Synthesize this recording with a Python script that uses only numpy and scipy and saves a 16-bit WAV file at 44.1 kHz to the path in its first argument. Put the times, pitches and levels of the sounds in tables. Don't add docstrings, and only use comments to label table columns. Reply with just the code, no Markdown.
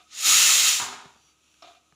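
import sys
import numpy as np
from scipy import signal
from scipy.fft import rfft, irfft, next_fast_len
from scipy.io import wavfile

SR = 44100
rng = np.random.default_rng(int(sys.argv[2]) if len(sys.argv) > 2 else 0)


def generate_wav(signal):
    frames = np.transpose(np.atleast_2d(signal))
    scaled = np.clip(frames, -1, 1) * 32767
    pcm = np.round(scaled).astype(np.int16)
    wavfile.write(sys.argv[1], SR, pcm)


N = 85995

# pitch_hz, level_db
ROOM_COLOUR = [(25, -21), (60, -8.5), (120, -6.5), (270, -8), (450, -10.5), (800, -16.5), (1300, -13),
               (2000, -26.5), (5000, -59)]
ROOM_LEVEL_DB = -74
# pitch_hz, level_db
HUM_TONES = [(71, -75), (312, -78)]
# pitch_hz, t60_s
KITCHEN_DECAY = [(150, 0.63), (1000, 0.57), (5000, 0.47), (9000, 0.44), (13000, 0.33)]

# time_s, level_db
LEAK_LEVEL = [(0, -62.5), (.07, -65.5), (1.101, -63.5), (1.29, -64.5), (1.36, -68.5), (1.6, -64),
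              (1.73, -64), (1.84, -69), (1.95, -69.5)]
# pitch_hz, level_db
LEAK_COLOUR = [(500, -21.5), (1000, -11), (1300, -2), (1700, -12), (2100, -6.5), (2500, 1.5), (3900, -1.5),
               (5000, -8.5), (5850, -1.5), (7200, -1.5), (8200, -12.5), (10500, -10), (13000, -23.5),
               (15300, -20)]
# start_s, end_s, pitch_hz, level_db
LEAK_WHISTLES = [(1.1, 1.37, 4640, -71), (1.168, 1.334, 5840, -65.5), (1.37, 1.643, 5700, -72)]
WHISTLE_WAVER = .018
# start_s, level_db
DROPLETS = [(1.286, -58), (1.541, -51)]
# pitch_hz, level_db
DROPLET_COLOUR = [(500, -21.5), (3000, 2), (5000, -8), (12000, -28)]

# start_s, tap_level_db, thud_level_db, thud_pitch_hz
HANDLING_BUMPS = [(1.055, -40, -42, 150), (1.159, -55, -53, 231), (1.923, -53, -50.5, 151.6)]
# pitch_hz, level_db
TAP_COLOUR = [(200, -9.5), (500, -8), (800, -6), (1350, -6.5), (2000, -13), (3500, -20), (9000, -40),
              (14000, -60)]

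# start_s, level_db
METAL_CLUNKS = [(-.13, -49.5), (1.6225, -51.5)]
# delay_s, level_db
CLUNK_CHATTER = [(.022, -4), (.05, -3.5), (.085, -10.5), (.125, -11.5)]
# pitch_hz, level_db, t60_s
TICK_MODES = [(5350, 8, .04), (5650, 2, .04)]
# pitch_hz, level_db, t60_s
METAL_MODES = [(301, -11.5, 0.36), (686, -2, .5), (730, -2, .5), (1186, -2, .22), (1267, -4, .3),
               (2420, -10, 0.56), (2719, -10.5, .3), (3600, -11, .3)]
# pitch_hz, level_db
METAL_WASH = [(150, -26), (400, -7), (500, -15.5), (680, -0.5), (950, -10), (1230, -2.5), (1750, -12.5),
              (2700, -9), (3800, -6.5), (5600, -18), (7000, -20.5), (9000, -41.5)]
MUFFLE_DELAY_S, MUFFLE_T60_S = .15, .34

# start_s, level_db
WEIGHT_BLOWS = [(.797, -29), (.809, -32.5), (.823, -31.5), (.846, -35), (.88, -39.5), (0.926, -37),
                (.95, -46), (.995, -44.5)]
# pitch_hz, level_db, t60_s
WEIGHT_MODES = [(249.1, -16.5, .45), (398.3, -14, .36), (731.6, -10.5, .3), (785, -14.5, 0.32),
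                (914, -6, 0.3), (969, -4.5, 0.2), (1077, -21, .2), (1242, -2, 0.2), (1315, -7.5, 0.12),
                (1413, -5, 0.17)]
# pitch_hz, level_db
WEIGHT_NOISE = [(200, -12.5), (550, -12), (850, -1), (1400, -1), (1800, -6), (4000, -9), (9000, -44)]
# pitch_hz, level_db, t60_s
BOOM_MODES = [(293.6, -46, 0.81)]
BOOM_START_S = .255
MODE_WAVER_RAD = .95

# time_s, level_db
SONG_LEVEL = [(.06, -71), (.21, -56), (.255, -38), (.34, -36), (.43, -44), (.53, -32.5), (.58, -51),
              (.675, -36), (.71, -47), (.77, -42), (.87, -50), (1.1, -70)]
SONG_HZ, SONG_HALF_WIDTH_HZ = 1271, 30

# time_s, level_db
VALVE_FLOW = [(.075, -65), (.135, -41.5), (.18, -34), (.235, -26.5), (.265, -16.5), (.3, -16), (.55, -18),
              (.6, -19), (.68, -18), (.74, -24.5), (.79, -29), (.85, -41.5), (.93, -49.5), (1.03, -58.5),
              (1.17, -79)]
# pitch_hz, level_db
JET_COLOUR = [(30, -37.5), (105, -30), (200, -26.5), (290, -27), (350, -28.5), (560, -25), (900, -18.5),
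              (1130, -15.5), (1320, -10), (1700, -12.5), (2600, -3.5), (3300, -4.5), (3700, -2.5),
              (4400, -5.5), (5200, -4.5), (7000, -2.5), (7550, -4.5), (8000, -10), (10600, -10.5),
              (12200, -17.5), (13900, -18.5), (14600, -14.5), (15500, -12)]
# pitch_hz, width_hz, level_db
POT_RESONANCES = [(3756, 150, -0.5), (6055, 120, -1.5), (6753, 160, 1), (6940, 110, 7), (7350, 70, 3)]
JET_TRIM_DB, POT_MIX_DB = -.5, -5
DULL_CORNER_HZ, DULLING_DB_PER_DB, FLOW_KNEE_DB = 5400, .55, -29

LOW_CUT_HZ, TOP_HZ = 42, 15480


def amp(db):
    return 10 ** (np.asarray(db) / 20)


def unit(x):
    return x / np.sqrt(np.mean(x ** 2) + 1e-20)


def along(points, hz):
    point_hz, value = np.transpose(points)
    return np.interp(np.log(hz + 1), np.log(point_hz + 1), value)


def clock(start=0):
    return np.maximum(np.arange(N) / SR - start, 0)


def wobble(rate):
    knots = rng.standard_normal(int(N * rate / SR) + 4)
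    return np.interp(clock() * rate, np.arange(len(knots)), knots)


def filtered(x, response):
    size = next_fast_len(N + SR // 2)
    spectrum = rfft(x, size) * response(np.fft.rfftfreq(size, 1 / SR))
    return irfft(spectrum, size)[:N]


def noise(colour):
    return unit(filtered(rng.standard_normal(N), lambda hz: amp(along(colour, hz))))


def fade(start, t60, attack=0.00029):
    t = clock(start)
    return (1 - np.exp(-t / attack)) * amp(-60 * t / t60)


def ring(start, modes):
    total = 0
    for hz, db, t60 in modes:
        gain = amp(db + rng.standard_normal())
        phase = 2 * np.pi * (hz * clock(start) + rng.random())
        phase = phase + MODE_WAVER_RAD * wobble(45)
        total = total + gain * fade(start, t60) * np.sin(phase)
    return total


def kitchen(x, wet_db):
    hz, t, z = signal.stft(rng.standard_normal(SR // 2), SR, nperseg=256)
    decay = amp(-60 * t / along(KITCHEN_DECAY, hz)[:, None])
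    tail = signal.istft(z * decay, SR, nperseg=256)[1]
    wet = signal.fftconvolve(x, tail / np.linalg.norm(tail))[:N]
    return (x + amp(wet_db) * wet) / np.hypot(1, amp(wet_db))


def room_noise():
    return amp(ROOM_LEVEL_DB) * noise(ROOM_COLOUR)


def hum():
    total = 0
    for hz, db in HUM_TONES:
        level = amp(db + 1.2 * wobble(8.8))
        total = total + level * np.sin(2 * np.pi * hz * clock() + .4 * wobble(7.2))
    return total


def leak():
    level_db = np.interp(clock(), *np.transpose(LEAK_LEVEL)) + .7 * wobble(19)
    return noise(LEAK_COLOUR) * amp(level_db)


def leak_whistles():
    total = 0
    for start, end, hz, db in LEAK_WHISTLES:
        progress = np.minimum(clock(start) / (end - start), 1)
        swell = np.sqrt(np.abs(np.sin(np.pi * progress)))
        level = amp(db + 3.3 * wobble(39.9))
        pitch = hz * (1 + WHISTLE_WAVER * wobble(400))
        total = total + level * swell * np.sin(2 * np.pi * np.cumsum(pitch) / SR)
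    return total


def spits():
    return sum(amp(db) * noise(DROPLET_COLOUR) * fade(s, t60=.015) for s, db in DROPLETS)


def bumps():
    total = 0
    for s, tap_db, thud_db, hz in HANDLING_BUMPS:
        tap = noise(TAP_COLOUR) * fade(s, t60=.03)
        thud = fade(s, t60=.055, attack=.0025) * np.sin(2 * np.pi * hz * clock(s))
        total = total + amp(tap_db) * tap + amp(thud_db) * thud
    return kitchen(total, wet_db=-11.5)


def metal_contact(start):
    return ring(start, METAL_MODES) + amp(3) * noise(METAL_WASH) * fade(start, t60=.26)


def clunk():
    total = 0
    for s, db in METAL_CLUNKS:
        blow = ring(s, TICK_MODES) + metal_contact(s)
        for delay, chatter_db in CLUNK_CHATTER:
            blow = blow + amp(chatter_db) * metal_contact(s + delay)
        muffle_db = -60 * clock(s + MUFFLE_DELAY_S) / MUFFLE_T60_S
        total = total + amp(db + muffle_db) * blow
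    return kitchen(total, wet_db=-14)


def weight_rattle():
    total = 0
    for s, db in WEIGHT_BLOWS:
        modes = amp(-5) * ring(s, WEIGHT_MODES)
        clatter = amp(-.5) * noise(WEIGHT_NOISE) * fade(s, t60=.13)
        total = total + amp(db) * (modes + clatter)
    return kitchen(total, wet_db=-2.5)


def lid_boom():
    return kitchen(ring(BOOM_START_S, BOOM_MODES), wet_db=-2.5)


def lid_song():
    def band(hz):
        return 1 / (1 + ((hz - SONG_HZ) / SONG_HALF_WIDTH_HZ) ** 2)
    level_db = np.interp(clock(), *np.transpose(SONG_LEVEL), left=-75, right=-80)
    return unit(filtered(rng.standard_normal(N), band)) * amp(level_db)


def pot_response(hz):
    return sum(amp(db) * 1j * hz * width / (centre ** 2 - hz ** 2 + 1j * hz * width)
               for centre, width, db in POT_RESONANCES)


def jet():
    flow_s, flow_db = np.transpose(VALVE_FLOW)
    resonances = unit(filtered(rng.standard_normal(N), pot_response))
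    steam = noise(JET_COLOUR) + amp(POT_MIX_DB) * resonances
    hz, t, z = signal.stft(steam, SR, nperseg=256)
    octave_height = np.maximum(hz / DULL_CORNER_HZ - 1, 0)[:, None]
    below_knee_db = np.minimum(np.interp(t, flow_s, flow_db) - FLOW_KNEE_DB, 0)
    dulling = amp(DULLING_DB_PER_DB * octave_height * below_knee_db)
    steam = signal.istft(z * dulling, SR, nperseg=256)[1][:N]
    level_db = np.interp(clock(), flow_s, flow_db, left=-120, right=-120)
    level_db = level_db + .4 * wobble(35) + .5 * wobble(220)
    return kitchen(steam * amp(JET_TRIM_DB + level_db), wet_db=-2)


def scene():
    background = room_noise() + hum()
    valve = leak() + leak_whistles() + spits()
    handling = bumps() + clunk()
    lid = weight_rattle() + lid_boom() + lid_song()
    return (background + valve + handling + lid + jet())[None]


def record(dry):
    def response(hz):
        low_cut = (1j * hz / (LOW_CUT_HZ + 1j * hz)) ** 2
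        return low_cut / np.sqrt(1 + np.minimum(hz / TOP_HZ, 1.1) ** 400)
    return filtered(dry[0], response)[None]


dry = scene()
out = record(dry)
generate_wav(out)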